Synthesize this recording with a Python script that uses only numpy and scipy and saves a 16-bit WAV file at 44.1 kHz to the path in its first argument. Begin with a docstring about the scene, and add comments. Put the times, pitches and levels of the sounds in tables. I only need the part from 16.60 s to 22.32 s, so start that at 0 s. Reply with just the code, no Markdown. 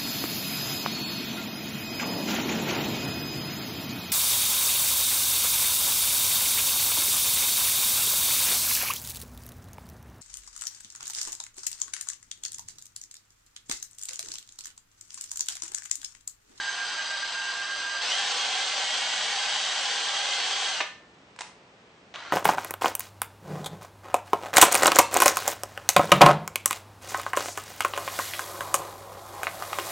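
"""A cordless drill turns the shaft of an open steel gearbox on a workshop bench, first slowly, then at twice the speed.
Random tooth impacts, filtered by case resonances, make the clatter; rotor-locked sines make the whine above it.
The motor brakes and the gears knock as noise bursts with ringing wheel modes; then a switch on the drill clicks.
The drill starts again, and further knocks take up the play of the gears.
A dull hush of filtered noise lies under it all, and a small room rings faintly around the machine."""
import sys
import numpy as np
from scipy import signal
from scipy.fft import rfft, irfft, next_fast_len
from scipy.io import wavfile
from scipy.ndimage import uniform_filter1d

SR = 44100
rng = np.random.default_rng(int(sys.argv[2]) if len(sys.argv) > 2 else 0)


def dump(signal):
    """Clip the signal to [-1, 1] and save it as 16-bit WAV at the path in sys.argv[1]."""
    limited = np.clip(np.atleast_2d(signal).T, -1, 1)
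    pcm = np.round(limited * 32767).astype(np.int16)
    wavfile.write(sys.argv[1], SR, pcm)


N = 252252
TIME = np.arange(N) / SR
# the trigger is let go, the shaft stands still, the trigger is pulled again (s)
RELEASE_S, STOP_S, RESTART_S = 4.085, 4.2, 5.54
# cycles of the whine to a turn of the rotor; its pitch at full speed and on the restart, before wander (Hz)
WHINE_ORDER, FAST_HZ, RESTART_HZ = 8, 3246, 1410
# All levels in dB are relative; the scene's mix and gain control come after them.


def from_db(db):
    """Logarithmic level: decibels become an amplitude ratio."""
    return 10 ** (np.asarray(db) / 20)


def rms_one(x):
    """Power normalization: scale to unit mean square."""
    return x / np.sqrt(np.mean(x ** 2) + 1e-20)


def since(s):
    """Elapsed time: seconds gone by after a moment, zero before it."""
    return np.maximum(TIME - s, 0)


def in_time(rows):
    """Linear interpolation: read a curve at every sample."""
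    return np.interp(TIME, *np.transpose(rows))


def at_hz(points, hz):
    """Logarithmic frequency axis: read a spectrum between its points."""
    points = np.array(points)
    return np.interp(np.log(np.maximum(hz, 1)), np.log(points[:, 0]), points[:, 1])


def colour(x, spectrum):
    """Linear filtering: multiply by a smooth spectrum, falling away below its first point."""
    size = next_fast_len(len(x) + 4096)
    hz = np.arange(size // 2 + 1) * SR / size
    rumble_cut = np.minimum(hz / spectrum[0][0], 1) ** 2
    gain = from_db(at_hz(spectrum, hz)) * rumble_cut
    return irfft(rfft(x, size) * gain, size)[:len(x)]


def drift(rate_hz):
    """Low-passed noise: slow chance of spread 1, from two equal poles at rate_hz."""
    step = 40  # samples between drawn values
    r = np.exp(-2 * np.pi * rate_hz * step / SR)
    noise = rng.standard_normal(N // step + 2002)
    slow = signal.lfilter([1], [1, -2 * r, r * r], noise)[2000:]
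    return np.interp(np.arange(N) / step, np.arange(len(slow)), rms_one(slow))


def resonate(x, hz, width_hz):
    """Damped oscillator: a resonance with gain 1 at its peak."""
    r = np.exp(-np.pi * width_hz / SR)
    zeros = np.array([1, 0, -1]) * (1 - r * r) / 2
    poles = [1, -2 * r * np.cos(2 * np.pi * hz / SR), r * r]
    return signal.lfilter(zeros, poles, x + 1e-18)


def near_reflections(x, t60_s=0.041):
    """Early scattering: case walls and bench spread each impact briefly, which ripples the spectrum."""
    t = TIME[:SR // 20]
    scatter = rng.standard_normal(len(t)) * from_db(-60 * t / t60_s) * (t > .001)
    return signal.fftconvolve(x, scatter / np.linalg.norm(scatter))[:N]


# Decay of the room; columns: pitch_hz [Hz], t60_s [s]
ROOM_DECAY = [(200, 0.1), (800, 0.33), (2000, 0.35), (5000, 0.34), (9000, 0.29)]


def room_tail(x, gap_s=.012):
    """Diffuse reverberation: dense reflections die exponentially, band by band."""
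    t, tail = TIME[:SR // 2], 0
    edges = np.geomspace(80, 12000, 9)
    for low, high in zip(edges, edges[1:]):
        band_pass = signal.butter(2, [low, high], "band", fs=SR, output="sos")
        band = signal.sosfilt(band_pass, rng.standard_normal(len(t)))
        t60_s = at_hz(ROOM_DECAY, np.sqrt(low * high))
        tail = tail + band * from_db(-60 * t / t60_s)
    tail = tail * (t > gap_s)
    # level the tail by its energy over the filled bandwidth
    return signal.fftconvolve(x, tail / np.sqrt(np.sum(tail ** 2) * SR / 2 / edges[-1]))[:N]


# Width of the machine's sound; columns: pitch_hz [Hz], level_db of the side signal [dB]
MACHINE_WIDTH = [(60, -26.5), (200, -24.5), (400, -31.5), (740, -10.5), (1500, -1.5), (4000, 1), (9000, 4)]


def in_room(x, wet_db, side_db):
    """Spatial coherence: two close microphones agree in the bass; reflections part them in the treble."""
    wet = from_db(wet_db)
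    mid = x + wet * room_tail(x)
    reflections = near_reflections(x, t60_s=0.06) + wet * 2 * room_tail(x)
    side = from_db(side_db) * colour(reflections, MACHINE_WIDTH)
    return np.array([mid + side, mid - side]) / np.sqrt(1 + wet ** 2)


# Spectrum of the workshop's quiet; columns: pitch_hz [Hz], level_db [dB per Hz]
HUSH_COLOUR = [(25, -24), (60, -8), (110, -3), (180, 0), (300, -3), (450, -1), (750, -5), (1300, -9),
               (2500, -13), (4200, -18), (6500, -23), (8300, -28), (9300, -40)]
# Width of the hush; columns: pitch_hz [Hz], level_db of the side signal [dB]
HUSH_SIDE = [(60, -22.5), (210, -31.5), (740, -6.5), (2610, 1.5), (9170, -9.5)]


def workshop(hush_db=-56):
    """Stationary noise: a steady, dull hush with independent mid and side."""
    def hush():
        return from_db(hush_db) * rms_one(colour(rng.standard_normal(N), HUSH_COLOUR))
    mid = hush()
    side = colour(hush(), HUSH_SIDE)
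    return np.array([mid + side, mid - side])


def blows(events, spectrum):
    """Impulsive excitation: each blow is a crack of dense, quickly dying vibration."""
    envelope = 0
    for start_s, level_db, t60_s in events:
        decays = np.clip((TIME - start_s) / max(t60_s, .003), 0, 3)
        envelope = envelope + from_db(level_db - 60 * decays) * (TIME >= start_s)
    noise = rng.standard_normal(N)
    return colour(envelope * noise, spectrum) / np.std(colour(noise, spectrum))


# The switch slides and snaps home; columns: start_s [s], level_db [dB], t60_s [s]
SWITCH_SNAPS = [(4.762, -39.5, 0.018), (4.7895, -23.5, 0.02), (4.7945, -34, 0.02), (4.800, -38, 0.02),
                (4.8078, -21, 0.014), (4.809, -18.5, 0.015), (4.8122, -30, 0.019), (4.8175, -20, 0.018)]
# Spectrum of the switch; columns: pitch_hz [Hz], level_db [dB per Hz]
SNAP_COLOUR = [(120, -48), (200, -22), (450, -8), (920, 2), (1310, -3), (1700, -1), (2490, -4), (3500, -7),
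               (4200, -5), (5000, -7), (7700, -9), (9300, -16)]
SWITCH_S = SWITCH_SNAPS[0][0]


def switch_click(switch_db=-8):
    """Snap action: a train of short cracks as the switch moves over."""
    return from_db(switch_db) * blows(SWITCH_SNAPS, SNAP_COLOUR)


# Gear flanks slam together at the stop and the restart; columns: start_s [s], level_db [dB], t60_s [s]
FLANK_KNOCKS = [(4.2042, -13.5, 0.042), (4.208, -20.5, 0.1), (4.212, -20, 0.022), (5.5405, -32, 0.099),
                (5.552, -34, 0.026), (5.5585, -25.5, 0.024), (5.569, -45, 0.018)]
# Spectrum of the knocks; columns: pitch_hz [Hz], level_db [dB per Hz]
FLANK_COLOUR = [(150, -26), (400, -9.5), (750, -4), (1500, -3), (2200, -4), (3000, -5.5), (4000, -6),
                (4700, -19.5), (6300, -15.5), (7600, -27), (9300, -33)]
# Ring of the steel gear wheels; columns: pitch_hz [Hz], level_db added to the knock's [dB], t60_s [s]
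WHEEL_RING = [(1787, -32, 0.6), (1840, -29, 0.42), (2159, -33, 0.2), (2584, -36, 0.28), (3042, -40, 0.35)]


def knocks(knock_db=-6):
    """Modal vibration: slamming flanks crack and leave the steel wheels ringing."""
    out = from_db(knock_db) * blows(FLANK_KNOCKS, FLANK_COLOUR)
    for start_s, knock_level_db, _ in FLANK_KNOCKS:
        age = since(start_s)
        for pitch_hz, level_db, t60_s in WHEEL_RING:
            decay = from_db(knock_level_db + level_db - 60 * age / t60_s)
            out = out + rng.choice([-1, 1]) * decay * np.sin(2 * np.pi * pitch_hz * age)
    return out


def braking_s():
    """Braking time: seconds spent braking, held once the shaft stands."""
    return since(RELEASE_S) - since(STOP_S)


# Whine pitch as the trigger is squeezed further; columns: time_s [s], pitch_hz before wander [Hz]
TRIGGER_SQUEEZE = [(1.415, 1601), (1.421, 1830), (1.432, 2150), (1.45, 2450), (1.48, 2680), (1.515, 2930),
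                   (1.54, 3100), (1.575, 3195), (1.7, 3246)]


def whine_pitch(wander=0.001525, brake_hz_per_s=4100, restart_time_constant_s=0.021):
    """Rotor inertia: pitch follows the trigger, falls evenly under the brake and nears its goal on restart."""
    first = in_time(TRIGGER_SQUEEZE) - brake_hz_per_s * braking_s()
    again = RESTART_HZ * (1 - np.exp(-since(RESTART_S) / restart_time_constant_s))
    # the floor keeps the pitch above zero through the silence
    pitch = np.maximum(np.where(TIME < SWITCH_S, first, again), RESTART_HZ / 2)
    return pitch * (1 + wander * drift(4.01))


def straining(rotor_hz):
    """Torque reaction: strain from 0 to 1 with the square root of the rotor's acceleration."""
    acceleration = uniform_filter1d(np.gradient(rotor_hz), size=500)
    speeding_up = np.maximum(acceleration, 0) * (TIME < RELEASE_S)
    return np.sqrt(speeding_up / speeding_up.max())


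RUN_OUT_DB_PER_S = 251  # fall of rattle and whine once the shaft stands


def running(rotor_hz, full_speed_db=-29, db_per_octave=6.5, strain_db=2.5, brake_db_per_s=26, restart_db=-10.5):
    """Impact power: clatter grows with speed and strain, eases under the brake and dies at the stop."""
    octaves = np.log2(rotor_hz * WHINE_ORDER / FAST_HZ)
    db = full_speed_db + db_per_octave * octaves + strain_db * straining(rotor_hz)
    first = from_db(db - brake_db_per_s * braking_s() - RUN_OUT_DB_PER_S * since(STOP_S))
    return np.where(TIME < RESTART_S, first, from_db(db + restart_db))


# rotor turns to a turn of the shaft, teeth on its pinion, and a moment (s) at which its tight spot passes
REDUCTION, PINION_TEETH, TIGHT_SPOT_S = 24.15, 15, .508


def tooth_impacts(rotor_hz, per_turn=12, spread_db=1.0, rub=0.36, swing=0.047, tight_db=0.5, surge_db=0.28):
    """Gear meshing: uneven ticks over flank friction, harder at each engagement and one tight spot."""
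    sizes = from_db(spread_db * np.minimum(rng.exponential(1, N), 4.5)) * rng.choice([-1, 1], N)
    struck = rng.random(N) < per_turn * rotor_hz / SR
    # dividing by the root of the speed keeps the power even
    ticks = rms_one(sizes * struck / np.sqrt(rotor_hz))
    shaft = 2 * np.pi * np.cumsum(rotor_hz) / SR / REDUCTION
    shaft = shaft - np.interp(TIGHT_SPOT_S, TIME, shaft)
    engagement = 1 + swing * np.cos(PINION_TEETH * shaft)
    tight = np.cos(shaft / 2) ** 20  # once per shaft turn
    load = engagement * from_db(tight_db * tight + surge_db * drift(34))
    return rms_one((ticks + rub * rng.standard_normal(N)) * load)


def turning_reflections(x, count=4, shifts_hz=5):
    """Time-varying interference: turning wheels change the paths out of the case, so the ripple moves."""
    shares = np.array([drift(shifts_hz) for _ in range(count)])
    shares = shares / np.linalg.norm(shares, axis=0)
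    return sum(near_reflections(x * share) for share in shares)


# Spectra of the clatter when slow, fast and restarted; columns: pitch_hz [Hz], level_db [dB per Hz]
SLOW_CLATTER = [(100, -56.5), (300, -16.5), (500, -12.5), (750, -2.5), (920, -2), (1250, -1), (1500, 1),
                (2250, -3.5), (3050, 1), (3400, -1.5), (4000, 0.5), (4800, -5.5), (5050, -5.5),
                (6350, -8.5), (6700, -13), (8050, -10), (9300, -29)]
FAST_CLATTER = [(47, -52), (80, -53.5), (200, -22), (356, -22.5), (426, -13), (646, -8.5), (789, -2.5),
                (871, -5.5), (1270, -5), (1580, -4), (2450, -4.5), (3180, 1), (6370, -10), (8250, -13.5),
                (9300, -27), (12100, -61.5), (20500, -120)]
RESTART_CLATTER = [(100, -13), (450, -8), (900, 2.5), (1450, 4), (2300, -2.5), (3300, -3.5), (4000, -4),
                   (5100, -12), (6100, -14), (7000, -17), (9300, -32)]
# Resonances of the gear case and dips between them; columns: pitch_hz [Hz], width_hz [Hz], level_db [dB]
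CASE_MODES = [(1262, 145, -5), (1560, 87, 2.5), (2115, 57, -5.5), (2393, 74, -5), (2648, 46, -7),
              (3025, 70, 1), (3370, 350, -2.5), (4660, 150, 3), (5030, 200, -4), (6140, 300, 3.5),
              (6480, 460, -2.5)]
# Single teeth clack out of the clatter; columns: start_s [s], level_db before clack_db [dB]
TOOTH_CLACKS = [(0.506, -20.5), (0.627, -22), (0.746, -20), (0.868, -24), (0.936, -27), (1.474, -20),
                (1.517, -15), (1.604, -18), (1.719, -14), (1.846, -16), (2.234, -16), (2.941, -14),
                (3.567, -13), (3.801, -16)]


def gears(rotor_hz, fast, slow_db=1.12, fast_db=0.44, restart_db=3.0, scatter_db=-6,
          clack_db=-13, clack_t60_s=.035):
    """Forced resonance: tooth impacts ring the gear case, and the colour follows the speed."""
    body = tooth_impacts(rotor_hz)
    body = body + from_db(scatter_db) * turning_reflections(body)
    for pitch_hz, width_hz, level_db in CASE_MODES:
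        body = body + (from_db(level_db) - 1) * resonate(body, pitch_hz, width_hz)
    slow_run = from_db(slow_db) * rms_one(colour(body, SLOW_CLATTER))
    fast_run = from_db(fast_db) * rms_one(colour(body, FAST_CLATTER))
    restart = from_db(restart_db) * rms_one(colour(body, RESTART_CLATTER))
    clatter = np.where(TIME < SWITCH_S, (1 - fast) * slow_run + fast * fast_run, restart)
    events = [(start_s, level_db + clack_db, clack_t60_s) for start_s, level_db in TOOTH_CLACKS]
    return blows(events, FAST_CLATTER) + running(rotor_hz) * clatter


# Level of the whine at low and at full speed, before its gains; columns: time_s [s], level_db [dB]
LOW_SPEED_WHINE = [(0.0, -30.5), (0.03, -41.5), (0.094, -28), (0.156, -43), (0.2, -32), (0.242, -28.5),
                   (0.274, -40), (0.368, -39.5), (0.388, -30.5), (0.416, -31.5), (0.454, -49.5),
                   (0.51, -34.5), (0.55, -33.5), (0.608, -54), (0.632, -31), (0.73, -52), (0.75, -33.5),
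                   (0.86, -36), (0.878, -27.5), (0.926, -37.5), (1.024, -33), (1.048, -38.5),
                   (1.138, -29.5), (1.178, -37.5), (1.252, -31), (1.41, -33)]
FULL_SPEED_WHINE = [(1.55, -35.5), (1.59, -35), (1.71, -46), (1.83, -34.5), (1.9, -46), (1.92, -36),
                    (2.11, -43.5), (2.14, -59), (2.35, -35.5), (2.37, -39), (2.72, -43.5), (2.74, -50),
                    (2.78, -46), (4.08, -38)]
STRAIN_FLUTTER_DB = 4.5  # spread of the level at full strain
# the rising whine flares as it crosses a resonance of the case
FLARE_HZ, FLARE_WIDTH_HZ, FLARE_DB = 2975, 90, 8


def whine_strength(rotor_hz, fast, strain, slow_gain_db=-0.45, fast_gain_db=1.5, restart_db=-55,
                   brake_db_per_s=45, strain_loss_db=10):
    """Resonant transmission: the whine stutters when slow, flares rising, swells and sinks, and fades braking."""
    detuning = (rotor_hz * WHINE_ORDER - FLARE_HZ) / FLARE_WIDTH_HZ
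    flare = np.exp(-detuning ** 2) * (TIME < RELEASE_S)
    slow = in_time(LOW_SPEED_WHINE) + slow_gain_db
    full = in_time(FULL_SPEED_WHINE) + fast_gain_db
    db = (1 - fast) * slow + fast * full + FLARE_DB * flare
    db = db - brake_db_per_s * braking_s() - RUN_OUT_DB_PER_S * since(STOP_S)
    # under strain the whine weakens and breaks up
    db = db + strain * (STRAIN_FLUTTER_DB * drift(120) - strain_loss_db)
    return from_db(np.where(TIME < RESTART_S, db, restart_db))


# Tones of motor and reduction gear; columns: order [cycles per rotor turn], slow_level_db [dB], fast_level_db [dB]
MESH_TONES = [(1.837, -80, -50), (1.945, -78, -48), (2.008, -76, -46), (2.483, -78, -53.5),
              (3.98, -68, -46.5), (5.32, -69, -53), (5.98, -51.5, -61), (7.38, -56.5, -51.5),
              (12.3, -67, -54.5), (16.04, -46, -50), (23.96, -44, -60), (31.52, -53, -88)]


def motor(rotor_hz, fast, wobble=.0015, fade_db=2.5, whine_flutter_db=1.7, flutter_db=3.0, smear=0.26,
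          full_load_db=-36, octave_db=-32, judder=.02):
    """Order locking: the whine and lesser mesh tones follow the rotor's angle and flutter in level."""
    strain = straining(rotor_hz)
    unsteady = 1 + wobble * drift(27.5) + judder * strain * drift(140)
    angle = 2 * np.pi * np.cumsum(rotor_hz * unsteady) / SR
    whine = rms_one(np.sin(WHINE_ORDER * angle) * from_db(whine_flutter_db * drift(42)))
    whine = whine_strength(rotor_hz, fast, strain) * whine
    # hard contact brings out the octave of the whine
    octave = rms_one(np.sin(2 * WHINE_ORDER * angle) * from_db(STRAIN_FLUTTER_DB * drift(120)))
    tones = from_db(octave_db) * strain ** 1.5 * octave
    for order, slow_level_db, fast_level_db in MESH_TONES:
        # play between the teeth blurs the high tones most
        phase = order * angle + smear * np.sqrt(order) * drift(15.7)
        flutter = from_db(flutter_db * drift(31.0) + fade_db * drift(4.9))
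        level = from_db(slow_level_db + fast * (fast_level_db - slow_level_db))
        tones = tones + rms_one(np.sin(phase) * flutter) * level
    load = np.minimum(running(rotor_hz) / from_db(full_load_db), 1) ** 2
    return whine + load * tones


def scene(slow_hz=1650, fast_hz=3100, drill_db=5.0, hits_db=4.0):
    """Superposition: rotor speed drives whine and clatter; knocks and clicks fall around the pause."""
    whine_hz = whine_pitch()
    rotor_hz = whine_hz / WHINE_ORDER
    fast = np.clip((whine_hz - slow_hz) / (fast_hz - slow_hz), 0, 1)  # 0 slow, 1 fast
    hits = in_room(knocks() + switch_click(), wet_db=-8.5, side_db=-11.0)
    clatter = in_room(gears(rotor_hz, fast), wet_db=-9.5, side_db=-10.0)
    tones = in_room(motor(rotor_hz, fast), wet_db=-17, side_db=-13.0)
    return workshop() + from_db(hits_db) * hits + from_db(drill_db) * (clatter + tones)


def gain_control(x, knee_db=-50, ratio=0.21, most_db=5.5, release_db_per_s=70, attack_s=0.0034):
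    """Dynamic compression: the microphone turns loud sound down fast and recovers at a set rate."""
    pole = np.exp(-1 / (attack_s * SR))
    power = signal.lfilter([1 - pole], [1, -pole], np.mean(x ** 2, axis=0))
    level_db = 10 * np.log10(power + 1e-12)
    wanted_db = np.clip(ratio * (level_db - knee_db), 0, most_db)
    recovery_db = release_db_per_s * TIME
    held_db = np.maximum.accumulate(wanted_db + recovery_db) - recovery_db
    return x * from_db(-held_db)


def record(dry, cutoff_hz=9350):
    """Band limiting: after gain control, an elliptic low-pass cuts the top steeply."""
    low_pass = signal.ellip(12, .2, 80, cutoff_hz, fs=SR, output="sos")
    return signal.sosfilt(low_pass, gain_control(dry))


dry = scene()
out = record(dry)
dump(out)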